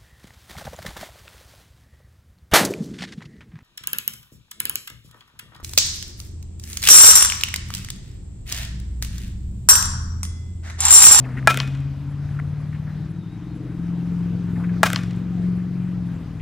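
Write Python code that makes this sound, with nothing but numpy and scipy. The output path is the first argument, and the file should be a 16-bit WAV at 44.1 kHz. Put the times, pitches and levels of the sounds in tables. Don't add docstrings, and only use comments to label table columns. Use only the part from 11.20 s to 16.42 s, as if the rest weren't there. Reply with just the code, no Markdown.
import sys
import numpy as np
from scipy import signal
from scipy.fft import rfft, irfft
from scipy.io import wavfile
from scipy.ndimage import uniform_filter1d

SR = 44100
rng = np.random.default_rng(int(sys.argv[2]) if len(sys.argv) > 2 else 0)


def dump(signal):
    limited = np.clip(np.atleast_2d(signal).T, -1, 1)
    pcm = np.round(limited * 32767).astype(np.int16)
    wavfile.write(sys.argv[1], SR, pcm)


def volts(x):
    e = np.asarray(x, float) / 20
    return 10 ** e


N = 230017


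def in_time(rows):
    s, *columns = np.transpose(rows)
    return [np.interp(np.arange(N) / SR, s, column) for column in columns]


def at_hz(points, hz):
    table_hz, values = np.transpose(points)
    return np.interp(np.log(hz), np.log(table_hz), values)


def drift(rate_hz):
    hop = 40
    r = np.exp(-2 * np.pi * rate_hz * hop / SR)
    white = rng.standard_normal(N // hop + 2002)
    slow = signal.lfilter([1], [1, -2 * r, r * r], white)[2000:]
    return np.interp(np.arange(N) / hop, np.arange(len(slow)), slow / slow.std())


def band(x, low_hz, high_hz):
    sos = signal.butter(2, [low_hz, min(high_hz, SR / 2.2)], "band", fs=SR, output="sos")
    return signal.sosfilt(sos, x)


# f/Hz, likeness [0-1]
CAPSULE_LIKENESS = [(1500, 0.99), (3100, 0.92), (6800, 0.29), (15000, 0.41)]


def spread(mid, side, hz):
    alike = np.clip(at_hz(CAPSULE_LIKENESS, hz), 0, 1)
    return np.sqrt(1 + alike) * mid + np.sqrt(1 - alike) * side * [[1], [-1]]


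def modes(t, table):
    out = 0
    for k, (hz, t60_s, db) in enumerate(table):
        out = out + (-1) ** k * volts(db - 60 * t / t60_s) * np.sin(2 * np.pi * hz * t)
    return out


# t/s, crack level/dB, thump level/dB, ground bounce level/dB
BLOWS = [
    (0.27332, 10.5, -2, -6.5),
    (3.63188, 10.5, -2, -11),
]
# after t/s, loss [dB/s], most loss [dB]
HAND_GRIP = [
    (.046, 900, 20),
    (.019, 700, 40),
]
# f/Hz, t60 [s], first blow level/dB, second blow level/dB, share sent to the field [dB]
BARREL_MODES = [(1329.3, 0.39, -6, -16.5, -19), (1681, 0.069, -2.5, -9, -25), (2424, 0.14, -14, -22, -2),
                (1881, 0.04, -9, -10, -16), (1109, 0.016, -2.5, -1, -1.5), (1500, 0.0048, 2, 4.5, -1),
                (3400, 0.0019, -14.5, -21.5, 18), (4700, 0.0028, -24, -19.5, -6.5),
                (5610, 0.024, -19, -32.5, -10), (5920, 0.07, -35, -36.5, -4)]
# f/Hz, t60 [s], level/dB
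BALL_MODES = [
    (216, 0.07, -23),
    (435, 0.011, -23.5),
    (667, 0.011, 3.5),
    (878, 0.027, -6.5),
]


def bat(number):
    _, crack_db, thump_db, ground_db = BLOWS[number]
    free_s, grip_db_per_s, most_db = HAND_GRIP[number]
    t = np.arange(SR // 3) / SR
    thump = volts(thump_db) * modes(t, BALL_MODES)
    held = volts(-np.clip(grip_db_per_s * (t - free_s), 0, most_db))

    snap = volts(crack_db - 8.5) * np.exp(-t / 0.00011) * np.cos(2 * np.pi * 8000 * t)
    near_ring = [(row[0], row[1], row[2 + number]) for row in BARREL_MODES]
    near = snap + thump + held * modes(t, near_ring)

    crack = volts(crack_db) * np.exp(-t / 0.00007) * np.cos(2 * np.pi * 4000 * t)
    swing_shift = 1.035
    sent_ring = [(row[0] * swing_shift, row[1], row[2 + number] + row[4]) for row in BARREL_MODES]
    sent = crack + volts(-4.5) * thump + held * modes(t, sent_ring)

    lag = round(0.004916 * SR)
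    bounce = band(near, 550, 2600) + 0.1 * near
    near[lag:] += volts(ground_db) * bounce[:-lag]
    return np.array([near, sent])


# t/s after the blow, level/dB, low f/Hz, high f/Hz, smear [ms]
ECHOES_LEFT = [(.1283, -6, 3000, 5600, 1.1), (.1289, -16, 800, 2640, 4.3), (.156, -27, 1000, 4500, 7.5),
               (0.2023, -30, 1300, 9000, 3.5), (.331, -42, 6000, 11100, 1)]
ECHOES_AHEAD = [(.0283, -12, 1000, 3000, 1.7), (.0706, -16, 800, 2800, .9), (.1, -13, 6630, 15900, .6),
                (.1002, -11.5, 1000, 3800, 1.5), (.1008, -13, 300, 850, 2), (.2765, -32, 1900, 6770, 4.3)]
ECHOES_RIGHT = [(.0705, -20, 5500, 14330, .8), (.114, -23, 1500, 7000, 4.6), (.173, -34, 900, 3500, 6.2),
                (.3, -40, 2500, 6500, 3)]
ECHO_SIDES_DB = (3, 1.1, -3.5)
# delay [ms], level/dB, rise [dB/ms], fall [dB/ms]
SCATTER = [
    (4, -31, 7.5, 3),
    (33, -38, 0.64, 1),
    (131, -53, 1.2, 0.3),
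]
# f/Hz, extra loss [dB/s]
SCATTER_LOSS = [(300, 19), (1300, 19.5), (2600, -14), (5000, 3), (9000, 30), (16000, 78.5)]


def field():
    t = np.arange(int(0.7 * SR)) / SR
    out = np.zeros((2, len(t)))
    for rows, pan_db in zip((ECHOES_LEFT, ECHOES_AHEAD, ECHOES_RIGHT), ECHO_SIDES_DB):
        for delay, db, low_hz, high_hz, smear_ms in rows:
            smear = np.exp(-np.abs(t - delay) * 1000 / smear_ms) * (t > delay)
            facets = rng.standard_normal(len(t)) * smear
            facets[round(delay * SR)] = 5.0
            facets /= np.sqrt(np.sum(facets ** 2))
            sides = volts(db + pan_db * np.array([[0.5], [-0.5]]))
            out += sides * band(facets, low_hz, high_hz)

    power = 0
    for ms, db, rise, fall in SCATTER:
        away_db = np.maximum(rise * (ms - 1000 * t), fall * (1000 * t - ms))
        power = power + volts(db - away_db) ** 2
    tail = np.minimum(t / 0.05, 1) ** 2 * volts(-48.5 - 60 * t / 0.73)
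    level = np.sqrt(power + tail ** 2)

    edges = 250 * 2 ** np.arange(0, 6.6, 0.5)
    white = rng.standard_normal((2, 2, len(t)))
    for k, (low, high) in enumerate(zip(edges, edges[1:])):
        hz = np.sqrt(low * high)
        loss = volts(-at_hz(SCATTER_LOSS, hz) * t)
        out += level * loss * spread(*band(white[k % 2], low, high), 0.46 * hz)
    return out


def blows():
    near, sent = np.zeros((2, N))
    for number, row in enumerate(BLOWS):
        direct, outward = bat(number)
        at = round(row[0] * SR)
        near[at:at + len(direct)] = direct
        sent[at:at + len(outward)] = outward
    return near + signal.fftconvolve(sent[None], field(), axes=1)[:, :N]


# t/s, level/dB, centre f/Hz, length [ms]
SCUFFS = [(.0, -47, 730, 110), (0.038, -43, 2340, 18), (.1, -49, 1900, 120), (0.05, -37.5, 1500, 23),
          (.085, -39, 1610, 13), (.166, -33, 1820, 18), (.178, -33.5, 1920, 16.6), (.225, -25, 1820, 3.3),
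          (0.262, -28.5, 1593, 5.1), (1.089, -28, 1800, 2.5), (1.189, -24.5, 1680, 4),
          (1.196, -26, 1780, 4.4), (1.1955, -30, 1020, 4.9), (1.524, -42.5, 1749, 12),
          (1.543, -46.5, 2080, 20), (1.665, -49.5, 1700, 46), (1.693, -48, 1690, 17),
          (3.355, -44, 1880, 25), (3.392, -46.5, 1300, 60), (3.37, -48, 800, 80), (3.435, -39.5, 1890, 20),
          (3.488, -40, 1820, 13), (3.532, -44, 1899, 12), (3.558, -47, 1700, 21), (4.195, -48, 1500, 6.9),
          (4.378, -51, 1710, 37), (4.885, -42, 1400, 6.9), (5.019, -46, 1700, 6.2), (5.10, -42, 1500, 5.7),
          (5.193, -47.5, 2620, 15)]


def shoes():
    out, t = np.zeros(N), np.arange(SR // 10) / SR
    for s, db, hz, ms in SCUFFS:
        white = rng.standard_normal(len(t))
        crunch = band(band(white, hz / 1.62, hz * 1.32), hz / 1.54, hz * 1.23)
        grit = crunch + 0.017 * band(white, 2500, 11000)
        shape = np.minimum(t / 0.0067, 1) * np.exp(-(t * 1000 / max(ms, 2)) ** 2)
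        at = round(s * SR)
        out[at:at + len(t)] += (volts(db) * shape * grit / grit.std())[:N - at]
    return out


LENS_TICKS = [.397, .897, 1.396, 1.896, 2.348, 2.849, 3.349, 3.384, 4.352, 4.855]
# f/Hz, level/dB
TICK_TONES = [(7500, -74.5), (10000, -69), (12500, -81)]


def lens_motor():
    t, tick_s, edge_s = np.arange(N) / SR, 0.029, 0.002
    gate = sum(np.clip(np.minimum(t - s, s + tick_s - t) / edge_s, 0, 1) for s in LENS_TICKS)
    return gate * sum(volts(db) * np.sin(2 * np.pi * hz * t) for hz, db in TICK_TONES)


# start t/s, length [s], f/Hz, glide [Hz], level/dB
WHISTLES = [(1.93, .13, 3825, -5, -65), (2.08, .11, 3810, 10, -64), (2.26, .09, 4160, 30, -66),
            (2.77, .06, 4160, 30, -66), (2.2, .55, 3815, 10, -71), (1.53, .08, 4120, 10, -67),
            (1.69, .07, 4070, 30, -67), (2.0, .14, 3635, -70, -63), (2.14, .25, 3625, 15, -69),
            (4.09, .17, 810, -170, -54)]


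def whistles():
    out, t = 0, np.arange(N) / SR
    edge_s, fade_db_per_s = 0.03, 5
    for s, length, hz, glide_hz, db in WHISTLES:
        gate = np.clip(np.minimum(t - s, s + length - t) / edge_s, 0, 1)
        fade = volts(-fade_db_per_s * np.clip(t - s, 0, length))
        pitch = hz + glide_hz * np.clip((t - s) / length, 0, 1) + 12 * drift(25)
        level = volts(db + 2.2 * drift(18))
        out += gate * fade * level * np.sin(2 * np.pi * np.cumsum(pitch) / SR)
    return out


# t/s, turns f/Hz
CLIMBING_SPEED = [(0, 15.93), (.4, 16.88), (.8, 17.55), (1.2, 18.1), (1.6, 18.92), (2.2, 19.99)]
CRUISING_SPEED = [(1.75, 21.1), (2.35, 21.42), (2.75, 21.54), (3.35, 21.86), (3.6, 21.9), (3.95, 22.16),
                  (4.55, 22.38), (4.77, 22.34), (4.95, 21.19), (5.21, 19.75)]
# t/s, level/dB
CLIMBING_MAIN = [(0, -24.5), (.11, -30), (.25, -25.5), (.66, -25), (.78, -32), (1.0, -26.5), (1.35, -28),
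                 (1.87, -31.5), (2.2, -46.5)]
CRUISING_MAIN = [(1.75, -49), (1.88, -34.5), (2.3, -36), (2.42, -43), (2.52, -34), (2.63, -27), (2.98, -24),
                 (3.3, -26), (3.52, -22), (3.75, -27), (4.06, -28), (4.28, -20.5), (4.5, -28), (4.62, -26),
                 (4.85, -27), (5.05, -35), (5.21, -32)]
# multiple of shaft speed, level/dB, from t/s, until t/s
CLIMBING_SWELLS = [(5, -39, .6, 1.82), (6, -38, 1.13, 2.073), (10, -43, 1.35, 1.85),
                   (16, -43.5, 0.032, .85)]
CRUISING_SWELLS = [(5, -34, 3.05, 4.85), (6, -35, 2.3, 5.1), (13, -43, 2.4, 3.5), (14, -43, 2.3, 2.6),
                   (15, -46, 2.15, 2.55), (12, -46, 3.6, 5.2), (14, -49, 3.7, 5.2)]
# multiple of shaft speed, level/dB against their common curve
CLIMBING_WEAK = [(3, -2.5), (4, 1), (7, 1), (9, -16), (11, -19), (12, -12), (13, -22.5), (14, -5.5),
                 (15, -7.5), (17, -8.5), (18, -26.5), (20, -20), (22, -14), (24, -19)]
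CRUISING_WEAK = [(3, -1.5), (4, -9.5), (9, 0.5), (10, -2), (11, -12), (16, -7.5), (17, -10), (18, -14),
                 (19, -15), (20, -17.5), (21, -17.5)]


def engine(speed, main, swells, weak, wobble_db):
    t, (main_db,) = np.arange(N) / SR, in_time(main)
    phase = 2 * np.pi * np.cumsum(in_time(speed)[0]) / SR
    out = volts(main_db + 0.3 * drift(8)) * np.sin(8 * phase + 0.1 * drift(4))
    for k, db, start, end in swells:
        hidden = np.clip(np.maximum(start - t, t - end) / 0.3, 0, 1)
        level = volts(db - 12 * hidden + 1.5 * drift(3))
        out += level * np.sin(round(k) * phase + 0.11 * drift(4))
    weak_db = -48.5 + 0.34 * (main_db + 26.5)
    for k, db in weak:
        level = volts(weak_db + db + wobble_db * drift(2.5))
        out += level * np.sin(round(k) * phase + 0.4 * drift(2.5))
    first_s, last_s = main[0][0], main[-1][0]
    heard = np.clip(np.minimum(t - first_s + 0.05, last_s + 0.1 - t) / 0.05, 0, 1)
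    return np.sqrt(2) * out * heard, main_db + 20 * np.log10(heard + 1e-6)


# f/Hz, level/dB per Hz
AIR = [(15, -46), (25, -18.5), (53, -8.5), (105, -3.5), (158, -1), (191, -8), (231, -10), (295, -22.5),
       (366, -23), (565, -29.5), (1350, -31.5), (3290, -43), (4090, -44.5), (13100, -60), (16300, -67.5)]
# t/s, level/dB
TRAFFIC = [(0, 2), (.35, 4.5), (.6, -8.5), (1.3, -3), (1.55, -2.5), (2.2, -6.5), (2.4, 5.5), (2.65, -0.5),
           (3.3, 3.5), (4.1, 3.5), (4.5, -2), (5.22, 2)]
FOLLOWS_TRAFFIC = (.1, 1, 0.12)
FOLLOWS_ENGINES = (.1, .1, 0.22)


def background(engines_db, patchy_db):
    edges = 25 * 2 ** np.arange(0, 9.5, 1 / 3)
    settle = SR // 5
    white, together = rng.standard_normal((2, 2, N + settle)), drift(4)
    traffic_db, = in_time(TRAFFIC)
    engines_db = uniform_filter1d(engines_db, size=SR // 4) + 28
    out = 0
    for k, (low, high) in enumerate(zip(edges, edges[1:])):
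        hz = np.sqrt(low * high)
        group = int(hz > 180) + int(hz > 550)
        change_db = FOLLOWS_TRAFFIC[group] * traffic_db + FOLLOWS_ENGINES[group] * engines_db
        change_db -= 4 * (90 < hz < 210)
        patches_db = patchy_db * (0.5 * together + drift(7.7))
        gain = volts(at_hz(AIR, hz) + change_db + patches_db)
        out += gain * spread(*band(white[k % 2], low, high)[:, settle:], hz)
    return volts(-11.5) * out


def scene():
    near = blows() + shoes() + lens_motor() + whistles()
    climbing, climbing_db = engine(CLIMBING_SPEED, CLIMBING_MAIN, CLIMBING_SWELLS, CLIMBING_WEAK, wobble_db=3.0)
    cruising, cruising_db = engine(CRUISING_SPEED, CRUISING_MAIN, CRUISING_SWELLS, CRUISING_WEAK, wobble_db=3.0)
    far = background(np.maximum(climbing_db, cruising_db), patchy_db=1.44)
    return near + climbing + cruising + far


def top_cut(x):
    return signal.sosfilt(signal.butter(12, 16460, fs=SR, output="sos"), x)


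# f/Hz, level/dB
CAPSULE_LEAN = [(60, 3), (500, 3), (1300, 2), (4400, 2), (15000, 1.3)]


def record(dry):
    lean_db = at_hz(CAPSULE_LEAN, np.maximum(np.fft.rfftfreq(N, 1 / SR), 1))
    tilted = irfft(rfft(dry) * volts(lean_db * np.array([[0.5], [-0.5]])), N)
    low_pass = signal.cheby2(10, 50, 16900, fs=SR, output="sos")
    mix = signal.sosfilt(low_pass, np.clip(tilted, -1, 1))
    return top_cut(np.clip(mix, -1, 1))


dry = scene()
out = record(dry)
dump(out)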